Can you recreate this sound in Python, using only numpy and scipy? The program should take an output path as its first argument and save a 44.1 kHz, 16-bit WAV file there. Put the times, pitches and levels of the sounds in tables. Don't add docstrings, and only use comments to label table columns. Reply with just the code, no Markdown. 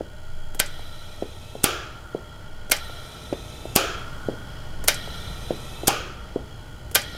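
import sys
import numpy as np
from scipy import signal
from scipy.fft import rfft, irfft, next_fast_len
from scipy.io import wavfile
from scipy.ndimage import map_coordinates

SR = 44100
rng = np.random.default_rng(int(sys.argv[2]) if len(sys.argv) > 2 else 0)


def pcm_store(signal):
    levels = np.round(np.clip(np.atleast_2d(signal), -1, 1) * 32767)
    wavfile.write(sys.argv[1], SR, levels.astype(np.int16).T)


N = 316197
TIME = np.arange(N) / SR

# start t/s, hit t/s, scrape level/dB, hit level/dB, ring level/dB, treble lift/dB
OPENINGS = [(0.5922, 0.6, -17.5, -5, -22.5, -6.5), (2.711, 2.718, -17.5, -4.5, -19.5, -1.5),
            (4.8753, 4.8827, -19, -6, -17.5, 1.5), (6.9451, 6.9516, -22.5, -10.5, -27, 3.5),
            (6.955, 6.9557, -30, -11, -18.5, 0)]
# f/Hz, relative level/dB
FRAME_COLOUR = [(120, -47.5), (200, -11), (432, -10), (558, -6.5), (1040, -15.5), (1530, -6), (1770, -8),
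                (2420, -5.5), (2650, -9.5), (3190, -4), (3760, -13), (4950, -6.5), (8120, -16.5),
                (12600, -17), (16000, -30)]
# (the time to fall by 60 dB, called t60)
FRAME_FADES = [(300, .3), (1500, .28), (4000, .24), (8000, .19), (15000, .17)]
def valve_opens():
    out = np.zeros(N)
    frame = from_db(7.5) * noise(FRAME_COLOUR, size=SR) * dying(0.045)
    frame += from_db(-3) * fading_noise(FRAME_COLOUR, FRAME_FADES)
    for start, hit, scrape_db, hit_db, ring_db, treble_db in OPENINGS:
        clack = plunger(hit - start, scrape_db, hit_db, hold_s=0.00045, t60=0.011)
        add(out, start, lift_treble(clack, treble_db))
        ring = frame + from_db(-5.5) * valve_ring()
        add(out, hit, from_db(ring_db) * lift_treble(ring, treble_db))
    return out


# f/Hz, relative level/dB
SCRAPE_COLOUR = [(290, -40), (500, 0), (3150, 2), (7980, 11), (10200, 4), (11000, 3), (13300, 5),
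                 (16000, -27)]
HIT_COLOUR = [(290, -6), (500, -10.5), (1250, -33), (3290, 0), (4600, -13.5), (8960, 0.5), (13400, 0),
              (16000, -11)]
def plunger(travel_s, scrape_db, hit_db, hold_s, t60):
    t = TIME[:SR]
    since_hit = t - travel_s
    sliding = np.minimum(t / 0.0041, 1) * np.exp(-np.maximum(since_hit, 0) / 0.005)
    scrape = from_db(scrape_db) * noise(SCRAPE_COLOUR, size=SR) * sliding
    blow = (since_hit >= 0) * np.exp(-np.log(1000) * np.maximum(since_hit - hold_s, 0) / t60)
    return scrape + from_db(hit_db) * noise(HIT_COLOUR, size=SR) * blow


# f/Hz, relative level/dB, fade time/s (held to 0.4 at most)
VALVE_NOTES = [(583.5, -9, 0.29), (815, -8, 0.22), (1204, -6.5, 0.17), (1543, 4.5, 0.1), (2000, -14, 0.28),
               (2140, 2, 0.089), (2340, -11, 0.15), (3170, -0.5, 0.095), (3725, -2, 0.1), (4010, -22, 0.48),
               (4260, -40, 0.46), (4600, -3, 0.045), (5020, -2, 0.05), (5370, 3.5, 0.029),
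               (5520, -12.5, 0.084), (5950, -7, 0.096), (8800, -21, 0.2), (9920, -30, 0.25),
               (10300, -31, .15), (12300, -27, .19), (12810, -25, 0.25)]
def valve_ring(spread_db=4.0):
    return sum(from_db(db + spread_db * rng.standard_normal()) * ringing_note(hz, min(t60, .4))
               for hz, db, t60 in VALVE_NOTES)


# start t/s, hit t/s, scrape level/dB, hit level/dB, air level/dB,
# outlet pitch/ratio, panel level/dB
VENTINGS = [(1.6322, 1.6414, -26.5, -2, -22, 1, -29), (3.7526, 3.761, -20.5, -2, -19.5, 1, -24),
            (5.87, 5.8803, -15.5, -5, -22.5, 0.93, -18)]
# f/Hz, relative level/dB
PUFF_COLOUR = [(59, -44), (100, -16.5), (260, -27), (315, -1.5), (691, -0.5), (818, -11.5), (991, -16),
               (1230, -5), (2000, -17), (2420, -6.5), (3940, -13.5), (6840, -15.5), (7770, -21),
               (10900, -21), (16000, -34)]
# f/Hz, fade time/s
PUFF_FADES = [(150, 1), (600, 0.54), (1400, 1), (3000, 0.62), (6500, 0.61), (9000, 0.33), (15000, 0.45)]
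# f/Hz, width/Hz, relative level/dB
OUTLET_NOTES = [(402, 130, -2), (1377, 130, 4), (1630, 200, 1), (2573, 220, -10.5), (3254, 510, 1),
                (5440, 860, -12), (7060, 200, -13)]
def valve_vents():
    out = np.zeros(N)
    pop = np.sin(2 * np.pi * 330 * TIME[:SR]) * dying(0.0062)
    sag_hz = 330 * dying(.3)
    for start, hit, scrape_db, hit_db, air_db, pitch, panel_db in VENTINGS:
        add(out, start, plunger(hit - start, scrape_db, hit_db, hold_s=0.00018, t60=0.01))
        outlet = sum(from_db(db) * narrow_noise(hz * pitch - sag_hz * min(hz / 1400, 1), width)
                     for hz, width, db in OUTLET_NOTES)
        rush = from_db(-1.5) * fading_noise(PUFF_COLOUR, PUFF_FADES)
        rush += from_db(-3.5) * unit_level(outlet) * dying(0.66) * (1 - dying(0.11))
        rattle = noise(FRAME_COLOUR, size=SR) * dying(0.11)
        add(out, hit, from_db(air_db) * (rush + from_db(2.5) * rattle - from_db(22.5) * pop))
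        panel = narrow_noise(np.full(SR, 820), width_hz=72) * dying(0.19)
        add(out, hit, from_db(panel_db) * panel)
    return out


# f/Hz, relative level/dB, fade time/s (held to 0.5 at most)
TUBE_NOTES = [(1184, 0, 0.42), (1415, -7, 0.82), (2530, 0, 0.38), (2589, -9, 0.66), (3180, -10, 0.41),
              (3440, -11, 0.38), (4200, -17, 0.91), (4630, -18, 1.6), (4936, -7, 0.24), (5195, -20, 1.1),
              (5819, -20, 0.65), (6840, -5, 0.37)]
def tube_ring(below_air_db=14.5, spread_db=2.0):
    out = np.zeros(N)
    for _, hit, _, _, air_db, *_ in VENTINGS:
        for hz, db, t60 in TUBE_NOTES:
            note = ringing_note(hz, min(t60, .5))
            add(out, hit, from_db(air_db - below_air_db + db + spread_db * rng.standard_normal()) * note)
    return out


# t/s, level/dB, f/Hz
KNOCK_BLOWS = [(0.0040, -15, 413), (0.7945, -30.5, 656), (1.2250, -13, 443), (1.5542, -21.5, 479.7),
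               (2.1497, -13, 416), (2.8980, -28.5, 587), (3.3280, -11, 435), (3.6560, -19, 486),
               (4.2877, -9.5, 403), (5.0765, -26, 610), (5.5081, -8.5, 445), (5.8355, -18, 480),
               (6.3614, -11, 374), (7.1510, -31.5, 497)]
def knocks(edge_hz=704, edge_db=-19.5):
    out = np.zeros(N)
    echo_colour = [(60, -17), (200, 0), (400, 6.5), (700, -4.5), (1100, -22.5), (4000, -45),
                   (12000, -61)]
    echo_shape = (1 - dying(.008)) ** 2 * (dying(0.3) + from_db(12.5) * dying(0.025))
    for s, db, hz in KNOCK_BLOWS:
        blow = thump(hz, cycles=.53) + from_db(edge_db) * thump(edge_hz, cycles=1.0)
        add(out, s - 0.01, from_db(db) * blow)
        add(out, s, from_db(db - 22) * noise(echo_colour, size=SR) * echo_shape)
    return out


def thump(hz, cycles):
    t = TIME[:SR // 50] - 0.01
    return np.cos(2 * np.pi * hz * t + np.pi / 3) * np.exp(-(t * hz / cycles) ** 2)


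# t/s, level/dB, lowest f/Hz, highest f/Hz
SHORT_TICKS = [(0.547, -31, 300, 14000), (0.6604, -24.5, 4000, 9000), (1.226, -27.5, 1200, 3500),
               (2.6980, -28, 300, 14000), (2.7647, -21.5, 4000, 9000), (3.329, -21.5, 1200, 4000),
               (4.84, -25.5, 297, 13850), (4.9426, -18, 4000, 8900), (5.508, -23, 1200, 3500),
               (6.913, -32.5, 300, 14050), (7.0165, -21.5, 3960, 8500)]
# f/Hz, relative level/dB
TICK_COLOUR = [(200, 11.5), (500, 8), (1200, -9), (4000, -15), (8000, -9), (13000, -9), (16000, -10)]
def ticks():
    out = np.zeros(N)
    for s, db, low_hz, top_hz in SHORT_TICKS:
        burst = noise(TICK_COLOUR, size=SR) * (dying(0.035) + from_db(-11.5) * dying(0.16))
        band = signal.butter(2, [low_hz, top_hz], "band", fs=SR, output="sos")
        add(out, s, from_db(db) * signal.sosfilt(band, burst))
    return out


# t/s, flow level/dB, level/dB of the surge in the pump's shell
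FILLS = [(0.66, -49, -48), (2.765, -45.5, -46), (4.943, -43.5, -39.5), (7.016, -47.5, -39.5)]
def air_line(fade_db_per_s=2, pressure_lag_s=0.4):
    flow, age, is_open = np.zeros((3, N))
    stops = [row[0] for row in VENTINGS] + [np.inf]
    for (start, db, _), stop in zip(FILLS, stops):
        gate = np.clip((TIME - start) / 0.04124 + 1, 0, 1) * np.clip((stop - TIME) / 0.0128 + 1, 0, 1)
        t = np.maximum(TIME - start, 0)
        flow += gate * from_db(db - fade_db_per_s * t)
        age += gate * t
        is_open += gate
    lag = np.exp(-1 / (pressure_lag_s * SR))
    return flow, age, signal.lfilter([1 - lag], [1, -lag], is_open)


# f/Hz, width/Hz, relative level/dB, change over one second of filling/dB
PIPE_NOTES = [(1870, 80, -9, -10), (2300, 150, -13, 0), (2980, 70, -11, -10), (3150, 130, -15, 16),
              (3280, 35, -2, -10), (3560, 24, 0, 0), (3680, 30, -7, -3), (3940, 30, -1, -3),
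              (4005, 28, 0, -5), (4890, 25, -9, 0), (5470, 80, -10, -3), (5970, 40, -11, 0),
              (6170, 20, -9, 2), (6800, 250, -19, 10), (7350, 50, -19, 0), (8540, 40, -10, 0),
              (9170, 60, -18, 0), (9600, 45, -13, 2), (9820, 40, -18, 0), (11000, 250, -21, 9),
              (12600, 450, -22, -7)]
# f/Hz, relative level/dB
FLOW_COLOUR = [(180, -39), (300, -6), (603, 6.5), (1100, -4), (1360, 1.5), (1660, -6), (1870, -17),
               (2700, -9), (2930, -13.5), (3950, -15), (4230, -13.5), (12900, -16.5), (16000, -38)]
def air_flow(flow, age, whistle_hz=2220, rise_hz_per_s=460):
    from_middle = age - .5
    singing = sum(resonate(rng.standard_normal(N), [note])
                  * from_db(change_db * from_middle + 0.7 * drift(6.7))
                  for *note, change_db in PIPE_NOTES)
    singing /= np.std(singing[age > 0])
    whistle = from_db(-21 + 13.5 * age) * narrow_noise(whistle_hz + rise_hz_per_s * age, width_hz=90)
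    hiss = from_db(-3 + 4 * from_middle) * plate_echoes(noise(FLOW_COLOUR))
    return flow * (singing + whistle + hiss)


# t/s, level/dB (each sound using it adds its own offset)
GAS_SETTLES = [(-0.35, -49), (1.75, -43), (3.87, -37.5), (5.99, -48)]
SETTLE_RISE_S = 0.032
def gas_hollow(flow, age, pressure, rest_hz=1440, sag_hz=139.6, wander_hz=16):
    hz = rest_hz - sag_hz * pressure + wander_hz * drift(5.7)
    filling = flow * from_db(2.5 - 9.5 * age)
    settling = surges(GAS_SETTLES, SETTLE_RISE_S, fade_db_per_s=12.5)
    idle = from_db(-51.5) * (1 - pressure)
    core = from_db(-6) * narrow_noise(hz, width_hz=45.5)
    breath = from_db(-5.5) * narrow_noise(hz, width_hz=210)
    return np.sqrt(filling ** 2 + settling ** 2 + idle ** 2) * (core + breath)


def settling_hiss():
    colour = [(200, -13), (900, 11), (2000, -6), (5000, -8), (12000, -14.5), (16000, -24)]
    level = from_db(-11.5) * surges(GAS_SETTLES, SETTLE_RISE_S, fade_db_per_s=4)
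    return level * plate_echoes(noise(colour))


# f/Hz, level/dB
HUM_TONES = [(59.3, -49.5), (69, -53), (91.5, -50.5), (120, -54), (128, -68)]
# t/s, relative level/dB
SWAY_LEVELS = [(0.0, -45.5), (0.36, -23), (1.36, -38.5), (2.31, -46), (2.54, -30.5), (3.03, -36.5),
               (3.13, -56), (4.13, -32), (4.49, -39.5), (4.81, -25), (5.01, -34.5), (7.17, -43.5)]
RUMBLE_LEVELS = [(0.0, -48), (2.06, -45.5), (2.21, -45), (3.03, -45.5), (3.28, -41.5), (5.95, -41),
                 (6.47, -44.5), (7.17, -42)]
MOTOR_HZ, SWAY_HZ = 59.3, 13.9
def compressor():
    hum = 0
    for hz, db in HUM_TONES:
        level = from_db(db + drift(4)) * np.sqrt(2)
        hum += level * np.sin(2 * np.pi * (hz * TIME + rng.random()) + 0.31 * drift(2.03))
    sway = from_db(in_time(SWAY_LEVELS) - 2.5) * np.sqrt(2) * np.sin(2 * np.pi * SWAY_HZ * TIME)
    colour = [(10, -30), (30, 0.5), (60, 2), (130, 1.5), (220, -9), (500, -13), (1500, -39.5),
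              (8000, -72.5)]
    rumble = from_db(in_time(RUMBLE_LEVELS) + 1) * noise(colour)
    return hum + sway + rumble


# f/Hz, width/Hz, relative level/dB
SHELL_NOTES = [(1870, 51, -1), (2270, 155, -11.5), (2978, 88, -2), (3279, 44, 4), (3990, 50, -9),
               (4300, 120, -12), (4880, 380, -14.5), (5570, 63, -12), (5900, 200, -21.5)]
def shell_hiss():
    opening = surges([(s, db) for s, _, db in FILLS], rise_s=0.018, fade_db_per_s=29)
    venting = from_db(-3.5) * surges(GAS_SETTLES, SETTLE_RISE_S, fade_db_per_s=63)
    building = from_db(-5) * surges(GAS_SETTLES, rise_s=0.9, fade_db_per_s=7)
    idle = from_db(-56)
    flutter = from_db(drift(18))
    level = flutter * np.sqrt(opening ** 2 + venting ** 2 + building ** 2 + idle ** 2)
    puffs = from_db(2 * np.cos(2 * np.pi * MOTOR_HZ * TIME)) * rng.standard_normal(N)
    return level * plate_echoes(resonate(puffs, SHELL_NOTES))


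def casing_drone():
    notes = [(320, 14, 3), (607.5, 19.6, 3), (659, 33, -3.5), (882, 83, -3.5)]
    return from_db(-53.5) * plate_echoes(resonate(rng.standard_normal(N), notes))


# f/Hz, width/Hz, relative level/dB
RASP_NOTES = [(2280, 660, 0.5), (4830, 550, 1), (6660, 240, 3.5), (7480, 220, 1), (8900, 620, -7),
              (9000, 150, -7), (9490, 140, 2.5), (10190, 110, -0.5), (10500, 180, -4), (11500, 120, -9),
              (11890, 200, 1.5), (13700, 900, -8.5), (15200, 300, -1)]
def motor_rasp():
    period = round(SR / MOTOR_HZ)
    one_turn = rng.standard_normal(period) * from_db(4.3 * np.cos(2 * np.pi * np.arange(period) / period))
    place = np.arange(N) + 1.7 * drift(14)
    turning = map_coordinates(one_turn, [place % period], order=3, mode="grid-wrap")
    return from_db(-61 + drift(2.8)) * unit_level(resonate(turning, RASP_NOTES))


# t/s, relative level/dB
DEEP_SWELLS = [(0.0, -58), (2.08, -72), (2.81, -63), (2.95, -61), (5.29, -39.5), (5.69, -50), (6.07, -48.5),
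               (7.17, -47)]
def deep_rumble():
    colour = [(12, -13), (26, -19), (50, 2), (80, -12), (200, -18), (2000, -90)]
    return from_db(in_time(DEEP_SWELLS) + 2) * noise(colour)


# f/Hz, relative level/dB
ROOM_COLOUR = [(25, 0), (114, -11), (394, -35), (863, -18.5), (1100, -47), (1400, -16), (1740, -39),
               (2600, -25.5), (3600, -41.5), (6700, -34), (8600, -42), (14800, -66), (16000, -62)]
def room_noise():
    return from_db(-54.5) * plate_echoes(noise(ROOM_COLOUR))


def plate_echoes(x, count=10):
    lags = (rng.uniform(.001, .016, count) * SR).astype(int)
    return unit_level(x + sum(.2 * (-1) ** k * np.roll(x, lag) for k, lag in enumerate(lags)))


def from_db(db):
    return 10 ** (np.asarray(db) / 20)


def unit_level(x):
    return x / np.sqrt(np.mean(x ** 2) + 1e-20)


def in_time(rows):
    return np.interp(TIME, *np.transpose(rows))


def at_hz(points, hz):
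    points = np.array(points)
    return np.interp(np.log(np.maximum(hz, 1)), np.log(points[:, 0]), points[:, 1])


def add(out, s, sound):
    i = max(round(s * SR), 0)
    out[i:i + len(sound)] += sound[:N - i]


def noise(colour, size=N):
    n = next_fast_len(size)
    gain = from_db(at_hz(colour, np.arange(n // 2 + 1) * SR / n))
    return unit_level(irfft(rfft(rng.standard_normal(n)) * gain, n)[:size])


def narrow_noise(hz, width_hz):
    lowpass = signal.butter(2, width_hz / 2, fs=SR, output="sos")
    slow = signal.sosfilt(lowpass, rng.standard_normal((2, len(hz))))
    phase = 2 * np.pi * np.cumsum(hz) / SR
    return unit_level(slow[0] * np.cos(phase) + slow[1] * np.sin(phase))


def fading_noise(colour, fades):
    edges = 70 * 2 ** (np.arange(33) / 4)
    bins, hz = rfft(noise(colour, size=SR)), np.arange(SR // 2 + 1)
    return sum(irfft(bins * ((hz >= low) & (hz < high)), SR) * dying(at_hz(fades, np.sqrt(low * high)))
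               for low, high in zip(edges, edges[1:]))


def drift(rate):
    points = rng.standard_normal(4000)
    return unit_level(np.interp(TIME * rate, np.arange(len(points)), points))


def resonate(x, notes):
    out = 0
    for k, (hz, width, db) in enumerate(notes):
        r = np.exp(-np.pi * width / SR)
        poles = [1, -2 * r * np.cos(2 * np.pi * hz / SR), r * r]
        ringing = signal.lfilter(np.array([1, 0, -1]) * (1 - r * r) / 2, poles, x)
        out += (-1) ** k * from_db(db) * ringing
    return out


def dying(t60):
    return np.exp(-np.log(1000) * TIME[:SR] / t60)


def ringing_note(hz, t60):
    return np.sin(2 * np.pi * (hz * TIME[:SR] + rng.random())) * dying(t60)


def surges(rows, rise_s, fade_db_per_s):
    out = 0
    for s, db in rows:
        age = np.maximum(TIME - s, 0)
        out += (1 - np.exp(-age / rise_s)) * from_db(db - fade_db_per_s * age)
    return out


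def lift_treble(x, db):
    treble = signal.sosfilt(signal.butter(1, 6000, "high", fs=SR, output="sos"), x)
    return x + (from_db(db) - 1) * treble


def scene():
    flow, age, pressure = air_line()
    pump = compressor() + shell_hiss() + casing_drone() + motor_rasp()
    background = room_noise() + deep_rumble()
    air = gas_hollow(flow, age, pressure) + air_flow(flow, age) + settling_hiss()
    switching = valve_opens() + valve_vents() + ticks() + knocks() + tube_ring()
    return (switching + air + pump + background)[None]


def record(dry, cutoff_hz=15850):
    lowpass = signal.ellip(10, .2, 70, cutoff_hz, fs=SR, output="sos")
    return signal.sosfilt(lowpass, np.clip(dry, -1, 1))


dry = scene()
out = record(dry)
pcm_store(out)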